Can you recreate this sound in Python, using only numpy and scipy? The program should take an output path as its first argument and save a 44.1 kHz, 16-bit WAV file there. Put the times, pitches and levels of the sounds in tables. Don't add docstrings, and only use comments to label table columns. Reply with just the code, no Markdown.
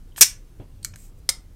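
import sys
import numpy as np
from scipy import signal
from scipy.fft import rfft, irfft
from scipy.io import wavfile
from scipy.ndimage import uniform_filter1d

SR = 44100
rng = np.random.default_rng(int(sys.argv[2]) if len(sys.argv) > 2 else 0)


def wrap_up_sound(samples):
    columns = np.atleast_2d(samples).T
    tamed = np.clip(columns, -1, 1)
    steps = np.round(tamed * 32767).astype(np.int16)
    wavfile.write(sys.argv[1], SR, steps)


def makeup_ratio(level_db):
    decades = np.asarray(level_db, float) / 20
    return 10 ** decades


N = 68355


def evened(x):
    return x / np.sqrt(np.mean(x ** 2) + 1e-20)


def read(points, hz):
    f, value = np.transpose(points)
    return np.interp(np.log(hz + 1), np.log(f + 1), value)


def add(mix, start_s, sound):
    part = mix[round(start_s * SR):][:len(sound)]
    part += sound[:len(part)]


def coloured(x, spectrum):
    gain = makeup_ratio(read(spectrum, np.fft.rfftfreq(len(x), 1 / SR)))
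    return evened(irfft(rfft(x) * gain, len(x)))


def resonate(x, hz, width_hz):
    turn = np.exp(2j * np.pi * hz * np.arange(len(x)) / SR)
    r = np.exp(-np.pi * width_hz / SR)
    return 2 * (turn * signal.lfilter([1 - r], [1, -r], x / turn)).real


def resonate_twice(x, hz, width_hz):
    return resonate(resonate(x, hz, width_hz), hz, width_hz)


# (frequency [Hz], level [dB per Hz])
FLOOR_COLOUR = [(12, -12), (25, -4.5), (45, -3), (81, -10), (132, -12), (204, -18.5), (325, -23.5),
                (461, -29), (672, -36), (850, -38), (2270, -44), (6100, -46.5), (8640, -47), (15400, -49.5)]


def floor():
    level_db, patchy_db = -47.5, 1.5
    frames, hz = N // 1024 + 5, np.fft.rfftfreq(4096, 1 / SR)
    real, imaginary, patches = rng.standard_normal((frames, 2049, 3)).T
    patches = uniform_filter1d(patches, size=20, axis=0)
    patches = evened(uniform_filter1d(patches, size=3, axis=1))
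    gain = makeup_ratio(read(FLOOR_COLOUR, hz)[:, None] + patchy_db * patches)
    noise = signal.istft((real + 1j * imaginary) * gain, nperseg=4096, noverlap=3072)[1][:N]
    return makeup_ratio(level_db) * evened(noise)


# (frequency [Hz], level [dB], width of each resonance [Hz])
HUM_BANDS = [(28.1, -47, 4.4), (91, -56, 12)]


def hum():
    out = np.zeros(N)
    for hz, db, width_hz in HUM_BANDS:
        noise = resonate_twice(rng.standard_normal(2 * N), hz, width_hz)
        out += makeup_ratio(db) * evened(noise[N:])
    return out


# (time [s], level [dB], centre [Hz], width of each resonance [Hz], fall by 60 dB [s])
SMALL_TICKS = [(.1613, -32.5, 3300, 3000, .012), (.1800, -24, 1300, 1500, .008),
               (.9365, -43, 1450, 2440, .025), (.937, -54, 770, 245, 0.07), (.9385, -44.5, 5960, 1500, .02),
               (.9585, -33, 7150, 5870, .01), (.9585, -38.5, 1590, 1990, .012),
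               (.12, -57, 3100, 502, 0.033)]


def ticks():
    out, t = np.zeros(N), np.arange(2048) / SR
    for start_s, db, hz, width_hz, t60 in SMALL_TICKS:
        burst = evened(resonate_twice(rng.standard_normal(len(t)), hz, width_hz))
        soft_start = np.minimum(t / 0.0012, 1)
        add(out, start_s, makeup_ratio(db - 60 * t / t60) * soft_start * burst)
    return out


# (frequency [Hz], fall by 60 dB [s])
ROOM_DECAY = [(250, 0.062), (700, 0.43), (1800, 0.26), (4600, .21), (9000, .19), (15000, .16)]
# (delay [s], level [dB])
EARLY_ECHOES = [(.0012, -13.5), (.0046, -18.5), (.0083, -18.5)]


def room(x):
    tail_db = -14
    taps = np.zeros(SR // 2)
    slots = np.arange(200, SR // 2 - 12, 12)
    taps[slots + rng.integers(0, 12, len(slots))] = rng.choice([-1., 1.], len(slots))
    hz, t, z = signal.stft(taps, SR, nperseg=256)
    fade = makeup_ratio(-60 * t / read(ROOM_DECAY, hz)[:, None])
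    tail = signal.istft(z * fade, SR, nperseg=256)[1]
    response = makeup_ratio(tail_db) * tail / np.linalg.norm(tail)
    for k, (delay_s, db) in enumerate(EARLY_ECHOES):
        add(response, delay_s, (-1) ** k * makeup_ratio([db]))
    return signal.fftconvolve(x, response)[:N]


def rub(path, spectrum, lines, sing_db):
    grit_per_s, grit_db = 12000, 1.5
    t, (time_s, db) = np.arange(N) / SR, np.transpose(path)
    hits = rng.random(N) < grit_per_s / SR
    grit = makeup_ratio(grit_db * rng.exponential(1, N)) * hits * rng.choice([-1, 1], N)
    sing = sum(makeup_ratio(g) / np.sqrt(width_hz) * resonate(grit, hz, width_hz) for hz, width_hz, g in lines)
    sound = evened(coloured(grit, spectrum) + makeup_ratio(sing_db) * evened(sing))
    return sound * makeup_ratio(np.interp(t, time_s, db, left=-140, right=-140))


# (time [s], level [dB])
SWING_OUT_LEVEL = [(.161, -66.5), (.167, -47.5), (.172, -40.5), (.185, -32.5), (.196, -39), (.201, -42.5),
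                   (.209, -40.5)]
# (frequency [Hz], level [dB per Hz])
RUB_COLOUR = [(880, -49), (1500, -17.5), (3120, -7.5), (4300, -11), (7870, -3), (8430, -3), (9110, -0.5),
              (10200, -18.5), (11500, -7), (15400, -15.5)]
# (frequency [Hz], width [Hz], level [dB])
STEEL_LINES = [(7640, 250, -4), (8340, 110, -4), (9235, 230, -6), (11400, 200, -8.5), (12100, 250, 1.5)]


def swing_out():
    return rub(SWING_OUT_LEVEL, RUB_COLOUR, STEEL_LINES, sing_db=-5)


def click(spectrum):
    log_gain = np.log(makeup_ratio(read(spectrum, abs(np.fft.fftfreq(4096, 1 / SR)))))
    pulse = np.fft.ifft(np.exp(np.conj(signal.hilbert(log_gain)))).real[:2048]
    return pulse / np.linalg.norm(pulse)


def crack_noise(t, colour, tilt_db, t60):
    fade = makeup_ratio(-60 * t / t60)
    burst = rfft(rng.standard_normal(len(t)) * fade)
    burst = irfft(burst / np.sqrt(uniform_filter1d(abs(burst) ** 2, size=90)))
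    burst *= np.minimum(t / 0.00082, 1) * (t < t60 * 2)
    tilted = [(hz, db + tilt_db * np.log2(hz / 7000)) for hz, db in colour]
    snap = signal.fftconvolve(burst, click(tilted))[:len(t)]
    return snap * np.linalg.norm(fade) / np.linalg.norm(snap)


def steel_ring(t, modes, tilt_db, damping):
    hz, db, t60 = np.transpose(modes)[:, :, None]
    luck = rng.random((len(modes), 2))
    level_db = db + tilt_db * np.log2(hz / 7000) + 1.8 * (luck[:, :1] - .5)
    fade = makeup_ratio(level_db - 60 * t / (t60 * damping))
    ring = (fade * np.sin(2 * np.pi * (hz * t + luck[:, 1:]))).sum(0)
    return ring / np.linalg.norm(makeup_ratio(db))


def blows(rows, modes, colour, crack_t60, ring_db, damping):
    out, t = np.zeros(N), np.arange(8192) / SR
    rise = np.minimum(t / 0.00082, 1)
    for start_s, strength_db, tilt_db in rows:
        snap = crack_noise(t, colour, tilt_db, crack_t60)
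        ring = rise * steel_ring(t, modes, tilt_db, damping)
        add(out, start_s, makeup_ratio(strength_db) * (snap + makeup_ratio(ring_db) * ring))
    return out


# (time [s], level [dB], brightness [dB per octave])
LOCK_HITS = [(0.2095, 3.5, 5), (0.2137, 4.5, -1), (.2212, 3, -1), (0.2259, -4.5, -3.5), (0.2304, -9.5, -6),
             (.2425, -19.5, -5)]
# (frequency [Hz], relative level [dB], fall by 60 dB [s])
OPEN_MODES = [(2272, -18.5, 0.14), (4255, -15.5, 0.14), (5249, -16, 0.15), (5346, -10.5, 0.14),
              (6030, -4, 0.19), (7381, -15.5, 0.14), (7154, -19.5, 0.15), (7892, 2, 0.037),
              (8448, 2, 0.064), (9735, -13.5, 0.074), (10160, -11, 0.069), (11463, -12.5, 0.08),
              (14840, -20.5, 0.13), (14075, 3, 0.055)]
# (frequency [Hz], level [dB per Hz])
LOCK_COLOUR = [(100, -70.5), (500, -50), (1000, -31.5), (2300, -10.5), (3500, -11.5), (4500, -9),
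               (5700, 4.5), (8000, -2), (12000, -6.5), (15400, -15)]


def lock():
    return blows(LOCK_HITS, OPEN_MODES, LOCK_COLOUR, crack_t60=0.028, ring_db=-4.5, damping=.3)


# (frequency [Hz], level [dB], fall by 60 dB [s])
LONG_MODES = [(6140, -69, 1.6), (6162, -72, 1.4), (5480, -73, 1.2), (7250, -74, 1.2)]
# (frequency [Hz], level [dB], fall by 60 dB [s])
HANDLE_MODES = [(286, -36, .06), (604, -39.5, .04), (712, -37.5, .04), (60, -42.5, .12)]


def ring_on():
    out, t = np.zeros(N), np.arange(SR) / SR
    for hz, db, t60 in LONG_MODES + HANDLE_MODES:
        add(out, LOCK_HITS[1][0], makeup_ratio(db - 60 * t / t60) * np.sin(2 * np.pi * hz * t))
    return out


# (time [s], level [dB])
SOFT_THUDS = [(0.596, -33.5), (.617, -39)]
# (frequency [Hz], level [dB per Hz])
THUD_COLOUR = [(30, -37), (60, -3), (100, -2.5), (200, -15), (350, -11), (700, -24), (1200, -35.5),
               (2000, -44), (3000, -39), (4200, -52), (6000, -89.5)]
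# (frequency [Hz], level [dB], fall by 60 dB [s])
TABLE_BOOM = (90.8, -44.5, 0.23)


def thud():
    out, t = np.zeros(N), np.arange(8192) / SR
    rise_s, thud_t60 = 0.0032, 0.13
    for start_s, db in SOFT_THUDS:
        shape = np.minimum(t / rise_s, 1) * makeup_ratio(db - 60 * t / thud_t60)
        add(out, start_s, shape * coloured(rng.standard_normal(len(t)), THUD_COLOUR))
    hz, boom_db, boom_t60 = TABLE_BOOM
    add(out, SOFT_THUDS[-1][0], makeup_ratio(boom_db - 60 * t / boom_t60) * np.sin(2 * np.pi * hz * t))
    return out


# (time [s], level [dB])
BAR_SLIDE_LEVEL = [(.826, -91), (.829, -45), (.832, -43.5), (.836, -66), (.843, -45.5), (.847, -60)]
# (frequency [Hz], width [Hz], level [dB])
BAR_SINGING = [(4376, 300, -8.5), (8480, 110, -4.5)]


def bar_slide():
    return rub(BAR_SLIDE_LEVEL, RUB_COLOUR, BAR_SINGING, sing_db=6.5)


# (time [s], level [dB], brightness [dB per octave])
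BAR_HITS = [(.8470, -15, 0.085), (.8548, -31, -1.6)]
# (frequency [Hz], relative level [dB], fall by 60 dB [s])
BAR_MODES = [(2250, -16, .08), (4280, -1, .035), (4460, -7, .05), (4900, -9, .04), (5250, -6, .04),
             (5965, -9, .058), (6400, -9, .04), (7100, -14, .07), (7680, -13, .08), (8484, -4, .065),
             (10150, -11, .038), (14380, -11, .08)]
# (frequency [Hz], level [dB per Hz])
BAR_COLOUR = [(700, -84.5), (1100, -18), (1640, -7), (3300, -10.5), (4400, 1.5), (5300, -3.5), (6500, 4),
              (9300, -9.5), (14400, -15), (15400, -24)]


def bar():
    return blows(BAR_HITS, BAR_MODES, BAR_COLOUR, crack_t60=0.0066, ring_db=-6, damping=0.55)


# (time [s], level [dB])
SWING_IN_LEVEL = [(0.965, -51), (0.969, -62), (0.989, -53.5), (1.059, -56.5), (1.097, -65.5), (1.12, -93)]
# (frequency [Hz], level [dB per Hz])
SWING_IN_COLOUR = [(1500, -30), (2100, -3.5), (3500, -12.5), (5500, -3.5), (8100, 3.5), (10500, -9),
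                   (12500, -13), (15400, -5)]


def swing_in():
    return rub(SWING_IN_LEVEL, SWING_IN_COLOUR, STEEL_LINES, sing_db=-5)


# (time [s], level [dB])
FINGER_SLIP_LEVEL = [(1.17, -82), (1.19, -63), (1.21, -85)]


def finger_slip():
    return rub(FINGER_SLIP_LEVEL, RUB_COLOUR, STEEL_LINES, sing_db=-5)


# (time [s], level [dB], brightness [dB per octave])
SHUT_HITS = [(1.2903, -10, 0.0088), (1.2985, -24, 0.011)]
# (frequency [Hz], relative level [dB], fall by 60 dB [s])
SHUT_MODES = [(2110, -5, .09), (2229, -13, .12), (4037, -15, .08), (5125, -3, .09), (5265, -8, .1),
              (5954, -11, .08), (6433, -16, .1), (7500, -10, .09), (8290, -8, .09), (8376, 0, .075),
              (8699, -4, .045), (9738, -17, .06), (11350, -15, .08), (12400, -16, .05), (13530, -15, .05)]
# (frequency [Hz], level [dB per Hz])
SHUT_COLOUR = [(100, -45), (300, -9.5), (1000, -14), (1700, -11.5), (2100, -20), (3500, -6), (5200, -1.5),
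               (6800, -2), (8500, -1), (12000, -9.5), (15400, -20)]


def shut():
    return blows(SHUT_HITS, SHUT_MODES, SHUT_COLOUR, crack_t60=.028, ring_db=2, damping=0.4)


def scene():
    opening = ticks() + swing_out() + lock() + ring_on() + thud()
    closing = bar_slide() + bar() + swing_in() + finger_slip() + shut()
    near = opening + closing
    return (near + room(near) + floor() + hum())[None]


def top_cut(x):
    return signal.sosfilt(signal.butter(12, 15580, fs=SR, output="sos"), x)


def record(dry):
    clipped = np.clip(dry, -0.83, 0.83)
    return top_cut(clipped)


dry = scene()
out = record(dry)
wrap_up_sound(out)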